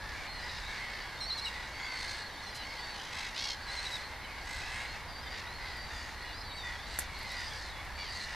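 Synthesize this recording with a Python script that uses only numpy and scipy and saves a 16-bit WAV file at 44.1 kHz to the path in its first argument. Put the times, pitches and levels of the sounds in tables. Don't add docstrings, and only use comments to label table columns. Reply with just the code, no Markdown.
import sys
import numpy as np
from scipy import signal
from scipy.fft import rfft, irfft, next_fast_len
from scipy.io import wavfile
from scipy.ndimage import uniform_filter1d, map_coordinates

SR = 44100
rng = np.random.default_rng(int(sys.argv[2]) if len(sys.argv) > 2 else 0)


def wav_out(sig):
    wavfile.write(sys.argv[1], SR, np.round(np.clip(np.atleast_2d(sig).T, -1, 1) * 32767).astype(np.int16))


def volts_from_decibels(level):
    exponent = np.asarray(level, float) / 20
    return 10 ** exponent


N = 368215

# (centre [Hz], width [Hz], gain [dB])
THROAT_HZ_DB = [(930, 550, -14.5), (1500, 820, -25), (1980, 480, 1.5)]
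# (centre [Hz], width [Hz], gain [dB])
BEAK_HZ_DB = [(4300, 1070, 1), (5430, 920, -7), (6410, 290, -11.5)]
# (centre [Hz], width [Hz], gain [dB])
SHRILL_HZ_DB = [(7740, 2700, -2)]
# (centre [Hz], width [Hz], gain [dB])
GAPE_HZ_DB = [(2980, 1280, 1.5)]
# (multiple of loud harmonic [ratio], level above fourth-harmonic setting [dB])
OVERTONES = [(4 / 3, 0), (2, -11.5), (7 / 3, -18), (2.2, -22)]
# (time [s], far birds [dB], rumble [dB])
DISTANCE_DB = [(0.0, -45, -54), (0.04, -44, -47), (0.74, -39.5, -51.5), (1.84, -44, -54.5),
               (1.93, -40, -61), (2.04, -40.5, -50.5), (2.28, -45.5, -57), (3.25, -42.5, -55.5),
               (4.35, -45, -51), (4.65, -38, -47.5), (5.05, -46.5, -49.5), (5.7, -44.5, -50.5),
               (6.49, -48.5, -50), (7.49, -40, -49), (7.84, -47, -49), (8.35, -39.5, -50)]
# (frequency [Hz], density [dB])
BED_SPECTRUM = [(88, 1), (150, -3.5), (402, -7), (685, -3.5), (876, 1.5), (1330, -5), (1980, -0.5),
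                (2490, -10.5), (3440, -13), (4320, -9), (6940, -27), (11800, -26.5), (14000, -31.5)]
# (frequency [Hz], density [dB])
BED_SIDE_SPECTRUM = [(88, -34), (150, -5), (1020, -5), (1840, -8), (2140, -11.5), (3310, -9.5),
                     (4320, -5.5), (14000, -15.5)]
# (frequency [Hz], density [dB])
RUMBLE_SPECTRUM = [(12, -32), (20, -1.5), (65, 2.5), (200, -23), (260, -61), (440, -120)]
# (time [s], snap level [dB], knock level [dB])
TICKS = [(6.9887, -14, -20), (6.990, -28, -37), (6.9915, -28, -50), (6.994, -18, -50), (6.997, -30, -50),
         (5.77, -41, -65), (6.225, -47, -60), (7.319, -33, -60), (7.19, -36, -70), (7.23, -37, -70),
         (7.85, -42, -70)]
# (centre [Hz], width [Hz], gain [dB])
SHELL_HZ_DB = [(7500, 4200, -8.5), (11200, 4500, -5)]
# (frequency [Hz], t60 [s])
SHORE_T60_S = [(500, 0.69), (2000, 0.18), (8000, 0.16)]
# (start [s], end [s], level [dB])
SCRAPES = [
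    (1.37, 1.408, -65),
    (1.454, 1.498, -67),
    (2.543, 2.58, -59),
    (3.845, 3.89, -67),
    (3.91, 3.988, -64),
]
VOICES = {"far hoarse": (1030, .12, .14, 58, .46, -30, -9), "far husky": (1045, .06, .1, 66, .44, -24, -16),
          "far open": (970, .06, .06, 64, .55, -12, -3), "far low": (900, .04, .08, 61, .5, -28, -10),
          "far rising": (1180, .2, 0, 70, .55, -28, -8), "long caller": (1090, .07, .1, 57, .42, -12, -14),
          "buzzing": (1090, .1, .07, 120, .33, -2, -6), "high": (1290, .2, .24, 78, .36, -18, -24),
          "slow rattle": (1100, .16, .2, 49.5, .36, -24, -24),
          "wide rattle": (1325, .04, .04, 49.5, .22, -14, -8),
          "near rattle": (1150, .24, .1, 64.3, .42, -36, -4),
          "shrill rattle": (1330, .06, .03, 53.5, .24, -3, -17),
          "arching": (1090, .16, .12, 56, .42, -20, -14), "bright": (1125, .12, .13, 58, .36, -24, -10),
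          "rasping": (1045, .05, .05, 80, .58, -11, -16), "thin rattle": (1010, .05, .05, 55, .24, -24, -4),
          "clear": (995, .05, .05, 58, .4, -20, -8), "yelping": (1195, .02, .25, 90, .33, -20, 0)}
FAR_CRIES = {"far hoarse": [(.385, 0.28, -41.5, -52.5, -2), (5.3, 0.13, -45.5, -53, 0)],
             "far husky": [(5.59, .24, -42, -53, -6), (6.86, 0.21, -47, -60, 8),
             (7.18, .28, -44.5, -53, 9)], "far open": [(5.88, 0.28, -45.5, -52.5, 0),
             (6.86, 0.21, -55, -48, 2)], "far low": [(0, .28, -43, -53, -9), (.46, 0.2, -48, -54, 0),
             (.685, .12, -42.5, -55, -1), (.9, .2, -45.5, -60, -2), (1.92, 0.33, -45.5, -62, 4),
             (5.56, .15, -50, -62, 0), (7.46, .26, -51, -61, -2), (8.25, 0.12, -48, -50.5, -4)],
             "far rising": [(.1, .19, -46, -52, 2), (7.75, .15, -47, -64, -11)]}
NEAR_CRIES = {"long caller": [(1.79, .3, -42.5, -61, -2), (1.91, .33, -43.5, -44.5, -2.5)],
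              "buzzing": [(4.69, .19, -38, -52, -4)], "bright": [(2.61, .21, -39.5, -51, -1),
              (.77, .3, -43.5, -54, 5)], "high": [(7.26, .47, -60, -43.5, -4),
              (6.565, .26, -60, -49.5, -4)], "clear": [(6.2, 0.145, -44, -64, -5),
              (6.63, .14, -42.5, -52, -3), (5.43, .13, -43, -58, -5), (1.52, 0.177, -43, -57, -1)],
              "yelping": [(7.972, .14, -42, -47.5, -1)], "slow rattle": [(3.1, .25, -41, -43.5, -7)],
              "wide rattle": [(3.12, 0.19, -48.5, -44.5, -2), (3.795, .2, -45.5, -58, -4),
              (4.61, 0.242, -47, -51, -7), (5.37, .1, -54, -55, 0)],
              "near rattle": [(3.34, .215, -46.5, -37, 2)], "shrill rattle": [(4.446, 0.202, -62, -47, 2)],
              "arching": [(4.45, .24, -41.5, -51, -3), (1.58, .13, -52, -50.5, 4)],
              "rasping": [(3.66, .38, -41.5, -48.5, -3.5), (8.08, .2, -51, -47.5, 2)],
              "thin rattle": [(2.935, .175, -65, -45.5, -2), (8.245, .12, -65, -53, 0)]}
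# (start [s], length [s], from [Hz], to [Hz], level [dB])
RISES = [(0.254, .125, 4393, 4400, -58.5), (1.172, .09, 3600, 3900, -58), (1.822, .03, 4080, 4900, -53),
         (1.78, .1, 6880, 7000, -70), (1.72, .115, 4450, 4680, -58), (6.49, 0.036, 3650, 4280, -55.5),
         (2.36, .05, 3200, 3920, -60), (2.42, .08, 5400, 6400, -65), (2.76, .19, 3100, 4050, -62),
         (1.785, .11, 3380, 3420, -61), (6.4, .1, 4100, 4400, -62), (3.604, 0.11, 4520, 4673, -61),
         (6.82, .06, 4500, 4600, -61), (6.885, .06, 4500, 4750, -58), (4.4, .09, 4600, 4650, -61),
         (4.79, .15, 3800, 4300, -58), (4.94, 0.027, 2570, 2649, -54), (5.13, .085, 4600, 4720, -55),
         (5.35, .05, 3600, 3760, -60), (5.462, 0.11, 3680, 4400, -56), (5.681, .07, 3950, 4350, -58),
         (5.777, 0.12, 4600, 4680, -53), (5.89, .05, 4640, 4680, -56), (6.23, 0.12, 3350, 3550, -63),
         (6.3, 0.099, 4200, 5060, -56.5), (6.514, 0.028, 3600, 3900, -52), (6.495, .022, 2950, 3100, -58),
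         (6.5, .13, 4490, 4590, -56), (7.298, .06, 3650, 4270, -54), (7.505, .025, 3170, 3450, -53),
         (7.94, .16, 4480, 4640, -55)]
# (start [s], length [s], from [Hz], to [Hz], level [dB])
FALLS = [(1.04, 0.19, 4510, 4310, -58.5), (1.459, 0.029, 2990, 2730, -43.5), (1.85, .014, 4880, 4600, -53),
         (1.86, 0.16, 4580, 4450, -52), (2.3, .14, 4511, 4420, -61), (4.24, 0.027, 3047, 3036, -53.5),
         (5.215, 0.12, 5082, 4610, -58), (5.3, 0.094, 4770, 4690, -57.5), (5.6, .1, 4150, 3680, -63),
         (3.955, .03, 3800, 3450, -52), (5.82, 0.18, 4170, 3450, -62), (5.94, .1, 4960, 4500, -56.5),
         (6.24, .1, 2900, 2850, -61), (2.85, .09, 4400, 3800, -62), (2.28, .08, 4000, 3680, -62),
         (5.3, .11, 4700, 4380, -63), (7.72, .1, 3480, 3400, -61), (5.22, .1, 3250, 3050, -62),
         (6.44, 0.065, 4694, 4500, -57), (6.505, .065, 2400, 2200, -58), (6.565, 0.07, 3980, 3600, -53),
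         (6.63, .08, 3620, 3500, -56), (6.72, .08, 3500, 3300, -62), (4.28, .03, 2550, 2500, -56),
         (4.22, .05, 4000, 3950, -60), (7.04, .06, 4400, 3950, -64), (6.65, .1, 4600, 4460, -60),
         (7.55, .03, 5000, 4800, -54)]
# (start [s], length [s], from [Hz], arch height [Hz], level [dB])
ARCHES = [(.271, 0.16, 4102, 200, -54), (2.495, .135, 4790, 160, -61), (6.1, .2, 4050, 200, -62),
          (5.64, .15, 3250, 120, -64), (1.04, .06, 3200, 200, -60), (2.62, 0.12, 4440, 94, -57),
          (2.762, 0.21, 4450, 114.5, -52), (5.08, .055, 4700, 185, -57), (5.748, .035, 4740, 140, -56),
          (6.33, 0.19, 3900, 319, -58), (6.862, 0.022, 3900, 250, -55), (8.3, .32, 3700, 260, -62),
          (5.56, .07, 4150, 149, -60), (7.41, .04, 3850, -120, -59), (7.69, .04, 3950, -150, -57),
          (6.525, .075, 7500, 800, -72)]
# (start [s], length [s], from [Hz], to [Hz], level [dB])
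SQUEALS = [(.44, .3, 3950, 3750, -56), (.38, 0.22, 4800, 5050, -58), (.75, .3, 4400, 4600, -60),
           (1.94, 0.35, 4400, 4250, -53.5), (4.5, 0.196, 4300, 4750, -65), (6.385, 0.064, 5100, 4600, -57),
           (8.07, .2, 4720, 4150, -51.5), (8.11, 0.15, 4100, 4050, -58), (6.2, 0.13, 4600, 3800, -61),
           (7.12, 0.183, 4050, 4200, -57.5), (7.15, 0.127, 4450, 4600, -59.5),
           (7.99, 0.14, 4300, 4750, -59), (5.6, .16, 4750, 4700, -57.5), (5.36, .09, 4100, 4100, -59),
           (2.43, .11, 3500, 3350, -64), (2.54, .13, 3050, 2900, -59), (6.74, .13, 3200, 3650, -59.5),
           (2.68, .15, 4900, 5000, -62), (7.52, .21, 4800, 3950, -59), (7.32, 0.2, 4650, 4850, -56),
           (3.97, .12, 4000, 4250, -57), (3.55, 0.122, 4300, 4450, -59), (6.9, 0.16, 4100, 4700, -61),
           (5.23, .07, 3600, 3520, -55), (2.93, 0.171, 3050, 3200, -58.5), (5.95, .2, 5300, 4100, -65)]
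# (start [s], length [s], third harmonic from [Hz], to [Hz], level [dB])
STRAINED = [
    (1.204, 0.056, 4250, 4220, -40),
    (2.463, .048, 4220, 4260, -48),
    (1.443, .021, 4330, 3860, -39),
]
# (start [s], length [s], third harmonic from [Hz], to [Hz], level [dB])
BROKEN = [
    (1.378, 0.0153, 4200, 3900, -37),
    (1.393, 0.0095, 3860, 4100, -36),
    (1.463, .005, 4100, 3950, -41),
    (1.468, 0.0091, 4000, 4200, -39),
    (1.475, 0.018, 3880, 3790, -44.5),
    (2.534, 0.0175, 4240, 3820, -46),
    (2.553, .03, 4150, 4270, -49),
    (3.85, 0.027, 4020, 3880, -42),
    (3.908, 0.053, 4010, 3690, -42),
]
# (start [s], length [s], third harmonic from [Hz], to [Hz], level [dB])
CLEAR = [
    (1.259, 0.028, 4320, 4500, -42.5),
    (1.283, 0.03, 4460, 3820, -31),
    (1.313, 0.032, 4120, 4200, -36.5),
    (1.348, 0.034, 4380, 3930, -39),
    (1.415, 0.03, 4150, 4290, -43.5),
    (2.424, 0.045, 4200, 4440, -52),
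    (2.59, .038, 4000, 3860, -47.5),
    (3.714, 0.046, 4230, 4350, -47),
    (3.82, 0.031, 4300, 4130, -45),
]
# (start [s], length [s], third harmonic from [Hz], to [Hz], level [dB])
SCOOPED = [
    (3.666, 0.05, 4210, 4180, -46.5),
    (3.763, 0.048, 4250, 4280, -42.5),
]
# (slur ease [exponent], bow [Hz], pitch waver [share],
# level waver [dB], fourth harmonic [dB])
NOTE_KINDS = [(0.98, -150, 0.009, 1, -12), (0.75, -1, 0.0197, 3.5, -11.5), (0.576, 60, 0.011, 0, -22),
              (1, -190, .008, 1.5, -16)]

BED_DB, SIDE_DB = -46, -59.5
BAND_LIMIT_HZ = 14200
CRY_DROOP_DB, WHISTLE_DROOP_DB = 1.5, 1
RISE_EASE, FALL_EASE, ARCH_SAG_HZ = 1.4, 1.4, 102.6
PUSH_DB_PER_KHZ = 19
SQUEAL_WAVER, THROAT_FOLLOWS = 0.038, 0.85
BURST_LEAN, BURST_ARCH = 1.35, 0.035


def unit(x):
    return x / np.sqrt(np.mean(x ** 2) + 1e-20)


def along(points, hz):
    f, v = np.transpose(points)
    return np.interp(np.log(hz + 1), np.log(f + 1), v)


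def humps(modes, hz):
    return sum(volts_from_decibels(db) / (1 + ((hz * hz - c * c) / (hz * w + 1)) ** 2) for c, w, db in modes)


def wobble(rate, n):
    return map_coordinates(rng.standard_normal(int(n * rate / SR) + 4), [np.arange(n) * rate / SR])


def span(rows, fade):
    s, *cols = np.transpose(rows)
    t = np.arange(s[0], s[-1], 1 / SR)
    edge = np.clip(np.minimum(t - s[0], s[-1] - t) / fade, 0, 1)
    return round(s[0] * SR), np.sin(edge * np.pi / 2) ** 2, [np.interp(t, s, c) for c in cols]


def slur(s, length, from_hz, to_hz, ease, bow_hz, fade):
    start, edge, (u,) = span([(s, 0), (s + length, 1)], fade)
    glide_hz = (to_hz - from_hz) * (1 - (1 - u) ** ease)
    return start, edge, u, from_hz + glide_hz + bow_hz * np.sin(np.pi * u)


def add(track, start, sound):
    track[start:start + len(sound)] += sound[:N - start]


def filtered(x, response):
    m = next_fast_len(N + 8192)
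    return irfft(rfft(x, m) * response(np.fft.rfftfreq(m, 1 / SR)), m)[..., :N]


def noise(spectrum):
    return unit(filtered(rng.standard_normal(N), lambda hz: volts_from_decibels(along(spectrum, hz))))


def background():
    s, _, rumble_db = np.transpose(DISTANCE_DB)
    rumble = volts_from_decibels(np.interp(np.arange(N) / SR, s, rumble_db))
    mid = volts_from_decibels(BED_DB) * noise(BED_SPECTRUM) + rumble * noise(RUMBLE_SPECTRUM)
    side = volts_from_decibels(SIDE_DB + 0.0) * noise(BED_SIDE_SPECTRUM) + rumble * noise(RUMBLE_SPECTRUM) / 2.8
    return np.array([mid + side, mid - side])


def shore(x):
    hz, t, z = signal.stft(rng.standard_normal((2, SR // 2)), SR, nperseg=256)
    decay = volts_from_decibels(-60 * t / along(SHORE_T60_S, hz)[:, None])
    tail = signal.istft(z * decay, SR, nperseg=256)[1]
    tail = tail[0] + 0.33 * tail[1] * np.array([[1], [-1]])
    return signal.fftconvolve(x[None], tail / np.linalg.norm(tail[0]), axes=1)[:, :N]


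def ticks():
    snap, knock, t = np.zeros((2, N)), np.zeros(N), np.arange(SR // 20) / SR
    for s, snap_db, knock_db in TICKS:
        shared, own = rng.standard_normal((2, len(t)))
        decay = volts_from_decibels(snap_db - 1.5 - 60 * t / 0.012) + volts_from_decibels(snap_db - 14.0 - 60 * t / 0.12)
        snap[:, round(s * SR):][:, :len(t)] += decay * [shared, 1.08 * own - 0.3 * shared]
        add(knock, round(s * SR), volts_from_decibels(knock_db - 60 * t / 0.0059) * np.sin(2 * np.pi * 1700 * t))
    return knock + filtered(snap, lambda hz: humps(SHELL_HZ_DB, hz))


def crowd(count=100):
    out = np.zeros(N)
    for i, (when, long, pitch, size, kind) in enumerate(rng.random((count, 5))):
        s, db = (i + when) / count * N / SR, 6 * size
        shape = [(s, .94, db - 16), (s + .08, 1.02, db), (s + .18 + .25 * long, .93, db + 1.0)]
        start, edge, (glide, level_db) = span(shape, fade=0.081)
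        voice = (830 + 330 * pitch, .1, .1, 50 + 40 * kind, .5, -14.5, -1.7)
        add(out, start, edge * squawk(*voice, level_db, level_db - 10.5))
        chick_hz = (3200 + 1300 * kind) * glide ** 2
        add(out, max(start - 9000, 0), edge * whistle(chick_hz, level_db - 24))
    return unit(out)


def whistle(hz, db, hoarse=0):
    n = len(hz)
    phase = 2 * np.pi * np.cumsum(hz * (1 + 0.0023 * wobble(102.0, n) + hoarse * wobble(700, n))) / SR
    return volts_from_decibels(db + 6.5 + 1.7 * wobble(62.4, n)) * (np.sin(phase) + volts_from_decibels(-30.5) * np.sin(2 * phase))


def chicks():
    out = np.zeros(N)
    notes = [(*note, RISE_EASE, 0) for note in RISES] + [(*note, FALL_EASE, 0) for note in FALLS]
    notes += [(s, length, hz, hz - ARCH_SAG_HZ, db, 1, bow_hz) for s, length, hz, bow_hz, db in ARCHES]
    for s, length, from_hz, to_hz, db, ease, bow_hz in notes:
        start, edge, u, hz = slur(s, length, from_hz, to_hz, ease, bow_hz, fade=0.006)
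        add(out, start, edge * whistle(hz, db - WHISTLE_DROOP_DB * (2 * u - 1) ** 2))
    for s, length, from_hz, to_hz, db in SQUEALS:
        start, edge, _, hz = slur(s, length, from_hz, to_hz, 0.99, 60.8, fade=0.027)
        add(out, start, edge * whistle(hz, db + 3 * wobble(69.6, len(hz)), SQUEAL_WAVER))
    return out


def near_chick():
    voice, scrape = np.zeros(N), np.zeros(N)
    groups = zip([STRAINED, BROKEN, CLEAR, SCOOPED], NOTE_KINDS)
    for notes, (ease, bow_hz, waver, waver_db, fourth_db) in groups:
        jitter_rad = 60 * waver ** 2 / 0.0074
        for *note, db in notes:
            start, edge, _, hz = slur(*note, ease, bow_hz, fade=0.003)
            n = len(hz)
            level_db = db - PUSH_DB_PER_KHZ * (hz - hz.min()) / 1000
            phase = 2 * np.pi * np.cumsum(hz * (1 + waver * wobble(174, n))) / SR
            tone = np.sin(phase)
            for multiple, gain_db in OVERTONES:
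                overtone = np.sin(multiple * phase + jitter_rad * wobble(498, n))
                tone = tone + volts_from_decibels(fourth_db + gain_db) * overtone
            add(voice, start, edge * volts_from_decibels(level_db + 5.0 + waver_db * wobble(146, n)) * tone)
    for s, end, db in SCRAPES:
        start, edge, _ = span([(s,), (end,)], fade=0.0039)
        n = len(edge)
        add(scrape, start, edge * volts_from_decibels(db + 3.3 * wobble(200, n)) * rng.standard_normal(n))
    mouth = [(4660, 2400, 18), (7500, 3100, 1.8), (10600, 3100, 3.4)]  # Hz, width Hz, dB
    return voice + filtered(scrape, lambda hz: humps(mouth, hz))


def squawk(top_hz, climb, sag, rattle, rough, shrill_db, gape_db, throat_db, beak_db):
    n = len(throat_db)
    u = np.linspace(0, 1, n)
    base_hz = top_hz * (1 - climb * np.exp(-u / .2) - sag * u ** 2 + .035 * rough * wobble(16, n))
    turn = np.cumsum(rattle * (1 + 0.025 * wobble(31.4, n))) / SR
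    turn = (turn % 1) ** BURST_LEAN
    gate = 1 - np.clip(1.15 - 1.23 * rough, 0, 1) * np.cos(np.pi * turn) ** 6
    bend = -BURST_ARCH * (.4 + np.cos(2 * np.pi * turn)) * min(1, 60 / rattle)
    jitter = (.004 + .11 * rough ** 2) * wobble(600, n)
    phase = 2 * np.pi * np.cumsum(base_hz * (1 + bend + jitter)) / SR
    k = np.arange(1, 12)[:, None]
    hz = k * base_hz
    beak_gain = humps(BEAK_HZ_DB, hz) + volts_from_decibels(gape_db) * humps(GAPE_HZ_DB, hz)
    beak_gain = beak_gain + volts_from_decibels(shrill_db - 16 * (u - .4) ** 2) * humps(SHRILL_HZ_DB, hz)
    throat_gain = humps(THROAT_HZ_DB, hz * (1000 / top_hz) ** THROAT_FOLLOWS)
    stack = volts_from_decibels(rng.normal(0, 1.75, k.shape)) * np.sin(k * phase + 0.289 * k * k)
    limp = np.abs(.85 + .35 * wobble(90, n)) * np.cos(phase / 2 + 1.8 * rough * wobble(300, n))
    rasp = (1 + .6 * rough * wobble(1500, n)) / np.hypot(1, .6 * rough)
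    low = volts_from_decibels(throat_db - 3.5) * (1 + 0.5 * limp) * np.sum(stack * throat_gain, axis=0)
    beak_level = volts_from_decibels(beak_db - 3.5 - 6.5 * (2 * u - 1) ** 4)
    high = beak_level * (1 + 1.14 * limp) * np.sum(stack * beak_gain, axis=0)
    return gate * rasp * (low + high)


def adults():
    out, far = np.zeros(N), np.zeros(N)
    cries = {**FAR_CRIES, **NEAR_CRIES}
    for bird, voice in VOICES.items():
        roughness = voice[4]
        for s, length, throat_db, beak_db, swell_db in cries[bird]:
            start, edge, (u,) = span([(s, -1), (s + length, 1)], fade=0.011)
            effort_db = swell_db * u / 2 - CRY_DROOP_DB * u ** 2
            sound = edge * squawk(*voice, throat_db + effort_db + 1.26, beak_db + effort_db)
            add(out, start, sound)
            add(far, start, roughness * sound)
    return out, far


def scene():
    s, far_db, _ = np.transpose(DISTANCE_DB)
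    far = volts_from_decibels(np.interp(np.arange(N) / SR, s, far_db) - 4.5) * crowd()
    (old, old_far), young, near = adults(), chicks(), near_chick()
    direct = old + young + volts_from_decibels(-3.0) * far + near * volts_from_decibels([[-.7], [.7]])
    scatter = shore(volts_from_decibels(-3.0) * old_far + volts_from_decibels(-8.5) * young + volts_from_decibels(-6.0) * near + volts_from_decibels(-6.5) * far)
    return direct + scatter + ticks() + background()


def drop_masked(x):
    hz, _, z = signal.stft([x[0] + x[1], x[0] - x[1]], SR, nperseg=1024)
    hz = hz[:, None]
    power = uniform_filter1d(np.abs(z) ** 2, size=7, axis=1)
    slow = uniform_filter1d(power, size=3, axis=2)
    masked = (slow[1] < volts_from_decibels(-37) * slow[0]) & (hz > 1400)
    floor = np.clip((hz - 10000) / 5500, 0, .8) * (hz < BAND_LIMIT_HZ)
    faint = power < np.median(power, axis=2, keepdims=True) * floor
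    kept = z * [masked * 0 + 1, ~masked] * ~faint
    mid, side = signal.istft(kept, SR, nperseg=1024)[1][:, :N] / 2
    return np.array([mid + side, mid - side])


def roll_off(x):
    return signal.sosfilt(signal.butter(12, 16380, fs=SR, output="sos"), x)


def record(dry):
    balanced = drop_masked(dry) * volts_from_decibels([[-.15], [.15]])
    mix = filtered(balanced, lambda hz: np.where(hz < BAND_LIMIT_HZ, 1, volts_from_decibels(-22)))
    return roll_off(mix)


dry = scene()
out = record(dry)
wav_out(out)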